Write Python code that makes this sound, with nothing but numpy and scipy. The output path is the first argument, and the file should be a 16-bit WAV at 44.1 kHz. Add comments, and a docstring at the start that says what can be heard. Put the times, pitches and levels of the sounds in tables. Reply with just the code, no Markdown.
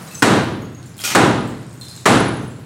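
"""A steel hammer strikes a brick wall three times in a bare, echoing room. Each blow cracks, slaps
off the near walls and sets the masonry and the room ringing; the hammer head rings faintly.
Shards clink, chips tick and grit trickles on the rubble; a loosened lump falls and shatters just
before the second blow. A low drone fills the room, and a limiter ducks under every blow."""
import sys
import numpy as np
from scipy import signal
from scipy.fft import rfft, irfft, next_fast_len
from scipy.io import wavfile
from scipy.ndimage import uniform_filter1d, minimum_filter1d, map_coordinates

SR = 44100
rng = np.random.default_rng(int(sys.argv[2]) if len(sys.argv) > 2 else 0)


def inscribe(sig):
    """Save sig as 16-bit PCM at rate SR to the path in sys.argv[1].

    A 1-D sig is mono; a 2-D sig holds one channel per row.
    Samples are clipped to [-1, 1] before scaling.
    """
    pcm = np.round(np.clip(np.atleast_2d(sig).T, -1, 1) * 32767)
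    wavfile.write(sys.argv[1], SR, pcm.astype(np.int16))


N = 116865
TIME_S = np.arange(N) / SR


def amp(db):
    return 10 ** (np.asarray(db) / 20)


def unit_rms(x):
    return x / np.sqrt(np.mean(x ** 2) + 1e-20)


def along(points, hz):
    """Interpolate (f/Hz, value) points on a log axis."""
    point_hz, values = np.transpose(points)
    return np.interp(np.log(hz + 1), np.log(point_hz + 1), values)


def fade(t60_s, t=TIME_S):
    return np.exp(-np.log(1000) * t / t60_s)


def rise(tau_s, t=TIME_S):
    return 1 - np.exp(-t / tau_s)


def add(out, start_s, x):
    start = round(start_s * SR)
    out[start:] += x[:N - start]


def low_cut(x, hz):
    return signal.sosfilt(signal.butter(3, hz, "highpass", fs=SR, output="sos"), x)


def filtered(x, gain_at):
    """Zero-phase filter; gain_at maps Hz to gain."""
    size = next_fast_len(N + 8192)
    return irfft(rfft(x, size) * gain_at(np.fft.rfftfreq(size, 1 / SR)), size)[:N]


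def coloured(x, spectrum, tilt_db_oct):
    """Shape x to a spectrum, tilted above 1 kHz; rms 1."""
    def gain_at(hz):
        return amp(along(spectrum, hz) + tilt_db_oct * np.log2(np.maximum(hz / 1000, 1)))
    return unit_rms(filtered(x, gain_at))


def noise(spectrum, tilt_db_oct=0):
    return coloured(rng.standard_normal(N), spectrum, tilt_db_oct)


def wobble(rate_hz):
    """Smooth random curve, rms about 1."""
    coarse_s = TIME_S[::16]
    curve = map_coordinates(rng.standard_normal(1024), [coarse_s * rate_hz], mode="wrap")
    return np.interp(TIME_S, coarse_s, curve)


def ring(modes, drift_rad, drift_hz):
    """Decaying modes (f/Hz, level/dB, T60/s) with wandering phase."""
    out = np.zeros(N)
    for hz, db, t60_s in modes:
        t = TIME_S[:int(2 * t60_s * SR) + 2]
        wander = map_coordinates(rng.standard_normal(256), [t * drift_hz], order=1, mode="wrap")
        phase = 2 * np.pi * (hz * t + rng.random()) + drift_rad * wander
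        out[:len(t)] += amp(db) * fade(t60_s, t) * np.sin(phase)
    return out


# Drone partials: f/Hz, level/dB
DRONE_PARTIALS = [(93.7, -49.5), (124.3, -43.5), (168, -53)]
# Room noise: f/Hz, level/dB
FLOOR_SPECTRUM = [(22, -42), (55, -17), (130, 3), (300, -7.5), (600, -17.5), (1500, -18.5), (3000, -27),
                  (8500, -40.5), (11000, -40), (15500, -53)]
def background():
    """A wavering low drone over murky room noise."""
    drone = np.zeros(N)
    for hz, db in DRONE_PARTIALS:
        rms = amp(db + 2.3 * wobble(rate_hz=8.3))
        drone += rms * np.sin(2 * np.pi * hz * TIME_S + 0.92 * wobble(rate_hz=5.77))
    return np.sqrt(2) * drone + amp(-41) * noise(FLOOR_SPECTRUM)


# Lingering echo: f/Hz, level/dB
ECHO_SPECTRUM = [(25, -35), (70, -11), (150, 5.5), (300, -9.5), (1300, -10), (3000, -20.5), (15500, -27.5)]
def lingering_echo():
    """An earlier blow still dying away in the room."""
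    return amp(-35) * noise(ECHO_SPECTRUM) * fade(t60_s=2.04)


# Room build-up: f/Hz, time constant/s
ROOM_RISE = [(50, 0.12), (200, 0.0067), (600, 0.0056), (2000, 0.0017), (10000, 0.0013)]
# Room decay: f/Hz, T60/s
ROOM_T60 = [(50, 1.1), (125, 1.34), (250, 1.024), (500, 0.82), (1500, 0.73), (4000, 0.73), (8000, 0.47),
            (15000, 0.31)]
def room_tail(x):
    """Each band of x builds up and dies at the room's own rate."""
    hz, t, bands = signal.stft(x, SR, nperseg=512)
    build = rise(along(ROOM_RISE, hz)[:, None], t + t[1] / 2)
    decay = fade(along(ROOM_T60, hz)[:, None], t)
    return signal.istft(bands * build * decay, SR)[1][:N]


def with_room_t60(modes):
    return [(hz, db, along(ROOM_T60, hz)) for hz, db in modes]


# Trickle envelope: t/s, level/dB
GRIT_ENVELOPE = [(0, -50.5), (.2, -39), (.55, -61), (.8, -59.5), (.87, -53.5), (.96, -58), (1.018, -31),
                 (1.09, -38), (1.3, -48), (1.55, -54), (1.678, -53.5), (1.8, -53), (1.84, -42.5),
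                 (2.03, -50), (2.4, -54), (2.65, -58)]
def grit(grains_per_s=330, centre_hz=7950, spread_oct=0.2615, decay_cycles=4.15, spread_db=5):
    """Mortar grains land on the rubble, each a ping a few cycles long."""
    count = int(grains_per_s * N / SR)
    when, pitch, size = rng.random((count, 3)).T[:, :, None]
    grain_hz = np.minimum(centre_hz * 2 ** (spread_oct * np.log(pitch / (1 - pitch))), SR / 2)
    grain_db = -spread_db * np.log(np.maximum(size, 0.05))
    age_samples = np.arange(400)
    cycles = grain_hz * age_samples / SR
    pings = amp(grain_db) * np.sin(2 * np.pi * cycles) * np.exp(-cycles / decay_cycles)
    positions = (when * N).astype(int) + age_samples
    trickle = np.bincount(positions.ravel(), pings.ravel(), N)[:N]
    return amp(np.interp(TIME_S, *np.transpose(GRIT_ENVELOPE))) * unit_rms(trickle)


# Shard landings: t/s, level/dB, f/Hz
SHARD_HITS = [(0.076, -36, 3950), (0.080, -38, 4910), (0.111, -34.5, 2590), (0.1462, -26, 7760),
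              (0.152, -22, 6220), (0.617, -47, 11800), (0.620, -39, 6600), (0.7484, -37, 6600),
              (0.8593, -38, 7340), (0.9789, -39, 14800), (0.992, -25, 3220), (1.046, -16, 2408),
              (1.042, -20.5, 6430), (1.052, -21, 8370), (1.112, -37, 2380), (1.8, -38, 8560),
              (1.8126, -29, 4150), (1.820, -33, 3660), (1.831, -29, 4050), (1.909, -33, 4230),
              (2.506, -40.5, 7363)]
def shards(t60_s=0.039):
    """Brick shards click on the rubble and ring briefly."""
    out = np.zeros(N)
    for start_s, db, hz in SHARD_HITS:
        modes = [(hz, 0, t60_s), (min(5 * hz, SR / 2), -6, t60_s / 2)]
        click = amp(-1) * rng.standard_normal(N) * fade(t60_s=0.0028)
        add(out, start_s, amp(db) * (ring(modes, drift_rad=0.88, drift_hz=220) + click))
    return out


# Chip landings: t/s, level/dB
CHIP_HITS = [(0.0754, -25), (0.829, -26), (0.86, -27.5), (0.968, -25), (0.9802, -21), (1.0022, -25),
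             (1.475, -23.5), (1.7305, -30), (1.8123, -23.5), (1.852, -33), (1.913, -31), (1.9637, -19)]
# Chip tick: f/Hz, level/dB
CHIP_SPECTRUM = [(60, -50), (500, -50), (3000, 3), (6000, -4), (8300, 15.5), (10000, -2), (15500, -7.5)]
def chips():
    """Dry mortar chips land with bright ticks."""
    out = np.zeros(N)
    for start_s, db in CHIP_HITS:
        add(out, start_s, amp(db) * noise(CHIP_SPECTRUM) * fade(t60_s=0.0028))
    return out


# Lump impacts: t/s, level/dB, tilt/(dB/oct)
LUMP_HITS = [(1.001, -31, 2.5), (1.0383, -17, 4.5), (1.049, -16, 4.5), (1.076, -17.5, 2.5),
             (1.103, -18.5, 3), (1.118, -22, -2)]
# Shatter: f/Hz, level/dB
LUMP_SPECTRUM = [(30, -36), (100, 5), (300, -2.5), (1200, 1.5), (2400, 0), (4400, -7), (6200, -5.5),
                 (9500, -16.5), (15500, -25)]
def lump():
    """A loosened lump shatters on the floor in a run of rough bursts."""
    out = np.zeros(N)
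    for start_s, db, tilt_db_oct in LUMP_HITS:
        envelope = amp(db + wobble(rate_hz=200)) * fade(t60_s=0.086)
        add(out, start_s, envelope * noise(LUMP_SPECTRUM, tilt_db_oct))
    return out


def rubble(direct_db=-2.5, room_db=0.5):
    """All falling debris, with the room's reverberation."""
    direct = grit() + shards() + chips() + lump()
    response = room_tail(rng.standard_normal(N))
    reverb = signal.fftconvolve(direct, response / np.linalg.norm(response))[:N]
    return amp(direct_db) * direct + amp(room_db) * reverb


# Boom: f/Hz, level/dB
BOOM_SPECTRUM = [(22, -32), (50, -10.5), (68, -9), (110, -14.5), (250, 2.5), (600, -3), (1500, -5),
                 (2400, -13), (4000, -15.5), (5000, -21.5), (8300, -18.5), (10000, -23.5), (15500, -43.5)]
def room_boom(common_noise, tilt_db_oct):
    """The room's diffuse answer; half its power is common to all blows."""
    excitation = coloured(common_noise + rng.standard_normal(N), BOOM_SPECTRUM, tilt_db_oct)
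    return amp(-4.5) * room_tail(excitation) * (1 - fade(t60_s=0.013))


# Room modes: f/Hz, level/dB
STANDING_WAVES = [(50, -23.5), (93.7, -6.5), (111, -0.5), (124.5, 0), (142, -5), (152, 0), (183, -2.5),
                  (199, 0), (213.4, -5), (246.7, -1.5), (287, -3.5), (310.5, -4), (331, 1), (378, -3)]
def standing_waves():
    """Low room modes swell after a blow."""
    modes = with_room_t60(STANDING_WAVES)
    return amp(-17.5) * ring(modes, drift_rad=0.29, drift_hz=9.5) * rise(tau_s=0.028)


# Wall resonances: f/Hz, level/dB
MASONRY_MODES = [(435, 2.5), (526, -3), (648, -1.5), (726, -4), (768, -16), (807, 2), (974, 2),
                 (1044, -5.5), (1202, -4), (1298, -48), (1410, -19.5), (1639, -19)]
def masonry():
    """The struck wall's resonances, held by the room."""
    modes = with_room_t60(MASONRY_MODES)
    return amp(-22) * ring(modes, drift_rad=0.3, drift_hz=23.94) * rise(tau_s=0.008)


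# Hammer head modes: f/Hz, level/dB, T60/s
HEAD_MODES = [(9950, -8, 0.26), (10410, -2.5, 0.89)]
def steel_head(db, flutter_hz=100):
    """The head's thin, fluttering ring."""
    envelope = amp(db + 4.3 * wobble(flutter_hz)) * rise(tau_s=0.15)
    return envelope * ring(HEAD_MODES, drift_rad=1.4, drift_hz=flutter_hz)


# Steel on brick: f/Hz, level/dB
CRACK_SPECTRUM = [(150, 11.5), (500, -8), (900, 0), (1600, 1.5), (2500, -12), (4500, -15), (8300, -15),
                  (10000, -26), (15500, -30)]
# Blows: t/s, level/dB, tilt/(dB/oct), crack and slap boost/dB, head ring/dB
HAMMER_BLOWS = [(0.2228, .5, 0, 2.5, -33), (1.1496, 0.5, -1, 4, -31), (2.056, 1, -0.1, 0, -22)]
def hammer(low_cut_hz=227, slap_delay_s=0.0045):
    """Each contact cracks, excites wall, room and head, and slaps back off the near walls."""
    out = np.zeros(N)
    common_noise = rng.standard_normal(N)
    for start_s, db, tilt_db_oct, boost_db, head_db in HAMMER_BLOWS:
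        crack = amp(boost_db - 2) * noise(CRACK_SPECTRUM, tilt_db_oct) * fade(t60_s=0.033)
        room = room_boom(common_noise, tilt_db_oct) + standing_waves()
        contact = low_cut(crack + masonry(), low_cut_hz)
        add(out, start_s, amp(db) * (contact + room) + steel_head(head_db))
        slap = amp(boost_db + 1) * noise(CRACK_SPECTRUM, tilt_db_oct - 0.5) * fade(t60_s=0.058)
        add(out, start_s + slap_delay_s, amp(db) * low_cut(slap, low_cut_hz))
    return out


def scene():
    return (hammer() + lingering_echo() + rubble() + background())[None]


def limiter(x, threshold_db=-8.5, detect_s=0.04, lookahead_s=0.012, release_db_s=49.5, trim_db=-0.5):
    """Look-ahead rms limiter: ducks fast, recovers slowly."""
    span = int(lookahead_s * SR)
    power = np.abs(uniform_filter1d(x ** 2, int(detect_s * SR)))
    over_db = np.maximum(10 * np.log10(power + 1e-12) - threshold_db, 0)
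    ahead_db = -minimum_filter1d(-over_db, span, origin=-(span // 2))
    recovery_db = release_db_s * TIME_S
    held_db = np.maximum.accumulate(ahead_db + recovery_db) - recovery_db
    duck_db = uniform_filter1d(held_db, span, origin=(span - 1) // 2)
    return x * amp(trim_db - duck_db)


def record(dry):
    """Microphone bass roll-off, limiter, soft clip, top cut."""
    limited = limiter(low_cut(dry[0], hz=36))
    rounded = limited / (1 + limited ** 6) ** (1 / 6)
    return filtered(rounded, lambda hz: hz < 15900)[None]


dry = scene()
out = record(dry)
inscribe(out)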